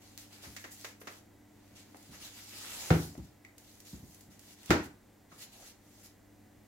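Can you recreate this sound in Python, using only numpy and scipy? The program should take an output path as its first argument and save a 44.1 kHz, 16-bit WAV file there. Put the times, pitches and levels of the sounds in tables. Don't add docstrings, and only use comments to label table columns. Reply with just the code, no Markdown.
import sys
import numpy as np
from scipy import signal
from scipy.fft import rfft, irfft
from scipy.io import wavfile
from scipy.ndimage import uniform_filter1d

SR = 44100
rng = np.random.default_rng(int(sys.argv[2]) if len(sys.argv) > 2 else 0)


def wrap_up_sound(samples):
    columns = np.atleast_2d(samples).T
    tamed = np.clip(columns, -1, 1)
    steps = np.round(tamed * 32767).astype(np.int16)
    wavfile.write(sys.argv[1], SR, steps)


N = 294305
TIME = np.arange(N) / SR
GRID = np.fft.rfftfreq(4096, 1 / SR)
EDGE_HZ = 15900


def gain_of(db):
    return 10 ** (np.asarray(db) / 20)


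def unit_rms(x):
    return x / np.sqrt(np.mean(x ** 2) + 1e-20)


def curve(points, hz=GRID):
    points_hz, values = np.transpose(points)
    return np.interp(np.log(hz + 1), np.log(points_hz), values)


def octaves(hz, centre_hz):
    return np.log2(np.maximum(hz, 300) / centre_hz)


def add(track, start_s, sound):
    part = track[..., round(start_s * SR):][..., :sound.shape[-1]]
    part += sound[..., :part.shape[-1]]


def coloured(x, curve_db):
    log_gain = np.log(gain_of(np.r_[curve_db, curve_db[-2:0:-1]]))
    kernel = np.fft.ifft(np.exp(np.conj(signal.hilbert(log_gain)))).real
    return signal.oaconvolve(x, kernel[None, :len(GRID)], axes=1)[:, :x.shape[1]]


def burst(length_s, curve_db, contact, steepness):
    t = TIME[:SR // 4]
    fade = np.exp(-(t / max(length_s, 1e-4)) ** steepness)
    slips = rng.standard_normal((2, len(t))) * fade
    for _ in range(2):
        flat_spectrum = np.exp(1j * np.angle(rfft(slips)))
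        slips = irfft(flat_spectrum, len(t)) * np.sqrt(fade)
    slips /= np.linalg.norm(slips[0])
    slips[0, 0] += contact
    mid, side = coloured(slips, curve_db)
    return np.array([mid + side, mid - side]) / np.linalg.norm(mid) * np.sqrt(SR / 400)


def room(pair, wet_db, build_s=0.0018):
    # frequency_hz, t60_s
    room_t60 = [(100, 0.45), (300, 0.34), (1000, 0.33), (3000, 0.31), (7000, 0.28), (14000, 0.2)]
    count = SR // 2
    hz, t, noise = signal.stft(rng.standard_normal((2, count)), SR, nperseg=256)
    decay = gain_of(-60 * t / curve(room_t60, hz)[:, None])
    tail = signal.istft(noise * decay, SR, nperseg=256)[1][:, :count]
    tail *= np.minimum(TIME[:count] / build_s, 1)
    echo = signal.fftconvolve(pair, tail / np.linalg.norm(tail[0]), axes=1)[:, :N]
    return (pair + gain_of(wet_db) * echo) / np.hypot(1, gain_of(wet_db))


def room_tone(level_db=-62.5):
    # frequency_hz, gain_db
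    colour = [(20, 4.5), (60, 1), (140, -2.5), (270, 3), (420, -5), (800, -8), (1200, -15), (1600, -14),
              (2000, -14), (2600, -19.5), (5000, -22.5), (7300, -21), (9000, -24.5), (15500, -24)]
    # frequency_hz, side_minus_mid_db
    width = [(30, -20), (100, -15), (250, -13.5), (450, -5), (750, -6), (1100, -9), (2000, -7), (3500, -10),
             (4400, -5), (5600, -9), (7300, -0.5), (8700, -12), (12000, -7), (15000, -11)]
    mid, side = gain_of(level_db) * unit_rms(coloured(rng.standard_normal((2, N)), curve(colour)))
    side = coloured(side[None], curve(width))[0]
    return np.array([mid + side, mid - side])


def electrical_hum(waver_db=0.9, drift_rad=0.62):
    # pitch_hz, level_db, side_minus_mid_db
    tones = [(100.6, -65.5, -15), (208, -69, -25), (297.3, -67.5, -18), (391, -86, 11.5), (737, -81.5, -6),
             (1965, -83.5, -4)]
    # time_s, gain_db
    swell = [(0, 4), (1.4, 2), (2.6, 3), (3.5, -1), (4.3, 1.5), (5.5, -4), (5.9, -0.5), (6.6, 2.5)]
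    swell_db = np.interp(TIME, *np.transpose(swell))
    knots = np.linspace(0, TIME[-1], num=50)
    mid, side = np.zeros((2, N))
    for hz, db, side_db in tones:
        waver, drift = (np.interp(TIME, knots, rng.standard_normal(len(knots))) for _ in range(2))
        level = gain_of(db + swell_db + waver_db * waver)
        phase = 2 * np.pi * hz * TIME + drift_rad * drift
        mid += level * np.sin(phase)
        side += level * gain_of(side_db) * np.cos(phase)
    return np.array([mid + side, mid - side])


def hand_bumps():
    # start_s, level_db, length_s
    bumps = [(0.468, -43.5, 0.063), (1.412, -59, .05), (1.718, -51.5, 0.053), (2.092, -44, 0.076),
             (2.248, -56, 0.065), (3.179, -33.5, 0.034), (3.931, -36.5, 0.041), (4.027, -42.5, 0.039),
             (4.286, -49, 0.024), (4.698, -25, 0.0052), (5.321, -55, 0.026), (5.867, -57, 0.17),
             (6.546, -55, 0.17)]
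    # frequency_hz, gain_db
    colour = [(30, -13), (65, 7), (130, 5), (200, 5), (340, -3), (480, -19.5), (1000, -24), (3000, -54),
              (12000, -87)]
    track = np.zeros((2, N))
    for start_s, db, length_s in bumps:
        add(track, start_s, gain_of(db) * burst(length_s, curve(colour), contact=0.34, steepness=2.2))
    return room(track, wet_db=-6)


def ring(modes, rise_s):
    t = TIME[:SR]
    swing = np.zeros((2, SR))
    for k, (hz, db, t60) in enumerate(modes):
        apart = np.array([[1], [-1]]) * rng.choice([-1, 1]) * min(hz / 300, 1) * np.pi / 4
        swing -= gain_of(db - 60 * t / t60) * np.sin(2 * np.pi * hz * t - k * np.pi / 2 + apart)
    return swing * (1 - np.exp(-t / rise_s))


def device_knocks():
    # start_s, table_ring_db, casing_ring_db, thud_db, contact_s,
    # clatter_db, tilt_db_per_octave, clatter_s
    knocks = [(2.9045, -21, -40, -22, 0.00059, -17, -3, 0.01),
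              (4.7049, -34.5, -31.5, -28, 0.0025, -15.5, -0.92, 0.012)]
    # pitch_hz, level_db, t60_s
    table_modes = [(65.3, -11, 0.35), (85.5, -7.5, 0.42), (107.3, -10.5, 0.3), (139.4, -7.5, 0.36),
                   (163.3, 3.5, 0.31), (217, -25, 0.6), (244, -29.5, 0.91), (287.4, -12, 0.48),
                   (336.4, -8, 0.33), (434, -13, 0.28), (448, -11, 0.12), (502, -9, 0.2), (530, -16, 0.056),
                   (746, -13, 0.29)]
    # pitch_hz, level_db, t60_s
    casing_modes = [(192, -9, 0.37), (249.6, 0.5, 0.29), (295.5, 2.5, 0.32), (312, 5.5, 0.27),
                    (337, 4, 0.2), (483, -1.5, 0.24), (622, 3, 0.19), (695, -6, 0.23), (957, -20, 0.54),
                    (946, -8, 0.26), (1130, -8.5, 0.25), (1329, -3, 0.25), (1353, -3, 0.16),
                    (1399, -1.5, 0.19), (1476, -9, 0.32), (1496, -14.5, 0.47), (1720, -20, 0.27),
                    (1924, -7.5, 0.28), (2010, -14, 0.35), (2090, -32, .3), (2240, -38, .24)]
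    # frequency_hz, gain_db
    colour = [(30, -11), (70, 5), (170, -0.5), (330, 9), (560, -3), (800, -1), (1050, -5), (1450, -2.5),
              (2200, -5.5), (3200, -12.5), (6800, -14.5), (8800, -26), (14500, -24.5)]
    body, clatter = np.zeros((2, 2, N))
    for start_s, table_db, casing_db, thud_db, contact_s, clatter_db, tilt, clatter_s in knocks:
        add(body, start_s, gain_of(table_db) * ring(table_modes, rise_s=0.0055))
        add(body, start_s, gain_of(casing_db) * ring(casing_modes, rise_s=0.0082))
        age = TIME[:SR // 10] / contact_s
        add(body, start_s, -gain_of(thud_db) * age * (2 - age) * np.exp(1 - age))
        curve_db = curve(colour) + tilt * octaves(GRID, 1000)
        add(clatter, start_s, gain_of(clatter_db) * burst(clatter_s, curve_db, contact=.12, steepness=1))
    return body + room(clatter, wet_db=0.5)


def crease_snaps(ring_octaves=0.24):
    # start_s, level_db, ring_hz, boost_db, tilt_db_per_octave, slip_s
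    snaps = [(0.177, -43.5, 4000, 5, 6.5, .001), (0.328, -54, 4150, 9, 5.5, .022),
             (0.435, -46.5, 750, 4, -2.5, 0.042), (0.5647, -41, 1870, 5.5, 1.5, 0.014),
             (0.641, -42, 1850, 4.5, -2.5, 0.017), (0.8455, -38, 480, 7.5, -0.6, 0.014),
             (1.015, -46.5, 470, 13, -3, 0.0089), (1.0718, -39, 1250, 5.5, -2.5, .017),
             (1.945, -48.5, 798, 9, -7.5, 0.0039), (3.152, -49, 676, 8, -8.5, 0.0027),
             (3.448, -50.5, 2100, 16.5, 0.5, .005), (5.317, -51, 1230, 10, -6, .02)]
    # start_s, level_db
    ticks = [(1.968, -56), (2.027, -58), (3.177, -57.5), (3.581, -51), (3.802, -51.5), (4.145, -54.5),
             (4.208, -54), (4.393, -52.5), (4.659, -48)]
    # frequency_hz, gain_db
    colour = [(100, -41), (250, -9), (450, -6), (1000, -6), (2100, -2.5), (3500, -9), (7000, -7.5),
              (8800, -19), (15000, -20)]
    tick_shape = (9600, 5, 6.5, .006)  # ring_hz, boost_db, tilt_db_per_octave, slip_s
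    events = snaps + [(*tick, *tick_shape) for tick in ticks]
    track = np.zeros((2, N))
    for start_s, db, ring_hz, boost_db, tilt, slip_s in events:
        away = octaves(GRID, ring_hz)
        curve_db = curve(colour) + tilt * away + boost_db * np.exp(-(away / ring_octaves) ** 2)
        add(track, start_s, gain_of(db) * burst(slip_s, curve_db, contact=.1, steepness=3))
    return room(track, wet_db=-2.5)


def foam_drags(width_octaves=0.31):
    # start_s, level_db, pitch_hz, length_s
    drags = [(5.52, -67.5, 710, 0.14), (2.72, -61, 840, 0.2)]
    track = np.zeros((2, N))
    for start_s, db, hz, length_s in drags:
        count = int(length_s * SR)
        band_db = np.maximum(-6 * (np.log2((GRID + 1) / hz) / width_octaves) ** 2, -50)
        band = coloured(rng.standard_normal((2, count)), band_db)
        add(track, start_s, gain_of(db) * unit_rms(band * signal.windows.tukey(count)))
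    return room(track, wet_db=-20)


def grains(per_s, spread_db):
    count = int(per_s * N / SR)
    place, strength, direction, sign = rng.random((count, 4)).T
    size = gain_of(spread_db * np.minimum(-np.log(1 - strength), 5)) * np.sign(sign - .5)
    at = (place * N).astype(int)
    lag = np.round(16 * (direction - .5)).astype(int)
    return unit_rms(np.array([np.bincount(at, size, N), np.bincount((at + lag) % N, size, N)]))


def sliding(speed_exponent=0.61):
    # time_s, level_db, tilt_db_per_octave
    pull = [(1.95, -69, 3), (2.25, -60.5, -1), (2.47, -58, 0.4), (2.57, -50.5, -.1), (2.88, -47, -.2),
            (3.05, -52.5, 4), (3.13, -65, 3), (3.35, -84, -6)]
    # start_s, rise_s, fall_s, level_db, tilt_db_per_octave
    strokes = [(0.0, 0.02, 0.53, -65.5, 0), (0.176, 0.01, 0.085, -56.5, 1.5), (0.3, 0.029, 0.12, -60, -1.5),
               (0.41, 0.03, 0.069, -54.5, 1), (0.48, 0.044, 0.25, -59, 2.5),
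               (0.705, 0.017, 0.046, -53, 4.5), (0.74, 0.07, 0.13, -56, 1.5), (0.998, .01, 0.033, -61.5, 7),
               (1.04, 0.078, 0.097, -60, 1), (1.5, 0.35, .35, -70.5, -1.5), (1.75, 0.014, 0.079, -58.5, -1),
               (2.11, 0.031, 0.059, -56, -2.5), (2.19, 0.059, 0.055, -51.5, -.5),
               (2.32, 0.071, 0.071, -56, 0), (3.22, 0.014, 0.066, -67.5, 1), (3.56, 0.12, 0.23, -64.5, 2.5),
               (3.845, 0.023, 0.16, -58, 2), (3.98, 0.13, 0.18, -63.5, 4), (4.299, 0.017, 0.081, -64, 0.5),
               (4.39, .12, 0.047, -59.5, 1.5), (4.55, 0.17, 0.15, -58.5, -.5),
               (4.675, 0.027, .03, -52.5, -2.5), (4.83, 0.013, 0.033, -55.5, 1.5),
               (5.29, .05, 0.23, -65, 0.5), (5.375, 0.052, 0.031, -51, .5), (5.515, 0.017, 0.1, -59.5, 0),
               (5.58, .09, 0.058, -56, 0.1), (5.8, 0.24, 0.085, -65, 2), (6.03, .022, 0.028, -58, 2)]
    pull_s, pull_db, pull_tilt = np.transpose(pull)
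    power = gain_of(np.interp(TIME, pull_s, pull_db, left=-120, right=-120)) ** 2
    weighted_tilt = power * np.interp(TIME, pull_s, pull_tilt)
    for start_s, rise_s, fall_s, db, tilt in strokes:
        speed = np.interp(TIME, [start_s, start_s + rise_s, start_s + rise_s + fall_s], [0, 1, 0])
        stroke_power = (gain_of(db) * speed ** speed_exponent) ** 2
        power += stroke_power
        weighted_tilt += stroke_power * tilt
    return 10 * np.log10(power), weighted_tilt / power


def foam_rustle(crackle_share=0.38, patchy_db=1.86):
    # frequency_hz, gain_db
    colour = [(150, -6.5), (450, -3), (700, -6.5), (1200, -4.5), (2000, -1.5), (3000, 0.5), (4500, 1),
              (7200, 1), (8800, -4.5), (12000, -2.5), (15500, -8.5)]
    friction_db, tilt = sliding()
    looseness = crackle_share * np.clip((-47 - friction_db) / 12, .25, 1)
    fizz = grains(per_s=14000, spread_db=2.0)
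    crackles = grains(per_s=320, spread_db=3.5)
    drive = (fizz + looseness * crackles) / np.hypot(1, looseness)
    hz, t, spectrum = signal.stft(drive, SR, nperseg=256, noverlap=192)
    tilt_db = octaves(np.maximum(hz, 900), 5000)[:, None] * np.interp(t, TIME, tilt)
    shape = gain_of(curve(colour, hz)[:, None] + tilt_db)
    treble = (hz > 2500) & (hz < EDGE_HZ)
    shape /= np.sqrt(np.mean(shape ** 2 * treble[:, None], axis=0))
    patches = uniform_filter1d(rng.standard_normal(shape.shape), size=6, axis=0)
    patches = unit_rms(uniform_filter1d(patches, size=24, axis=1))
    spectrum = spectrum * shape * gain_of(patchy_db * patches)
    rustle = signal.istft(spectrum, SR, nperseg=256, noverlap=192)[1][:, :N]
    return room(rustle * gain_of(friction_db), wet_db=-4.5)


def microphones(pair):
    # frequency_hz, side_minus_mid_db
    width = [(30, -24), (70, -16), (170, -15.5), (350, -12), (700, -4), (1300, .5), (3000, .7), (15000, .2)]
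    mid = (pair[:1] + pair[1:]) / np.sqrt(2)
    side = coloured((pair[:1] - pair[1:]) / np.sqrt(2), curve(width))
    return np.vstack([mid + side, mid - side])


def scene():
    handling = foam_rustle() + foam_drags() + crease_snaps() + device_knocks() + hand_bumps()
    return microphones(handling) + room_tone() + electrical_hum()


def record(dry, low_cut_hz=36):
    low_cut = signal.butter(2, low_cut_hz, "highpass", fs=SR, output="sos")
    band_limit = signal.firwin(511, EDGE_HZ, window=("kaiser", 9), fs=SR)
    return signal.oaconvolve(signal.sosfilt(low_cut, dry), band_limit[None], "same")


dry = scene()
out = record(dry)
wrap_up_sound(out)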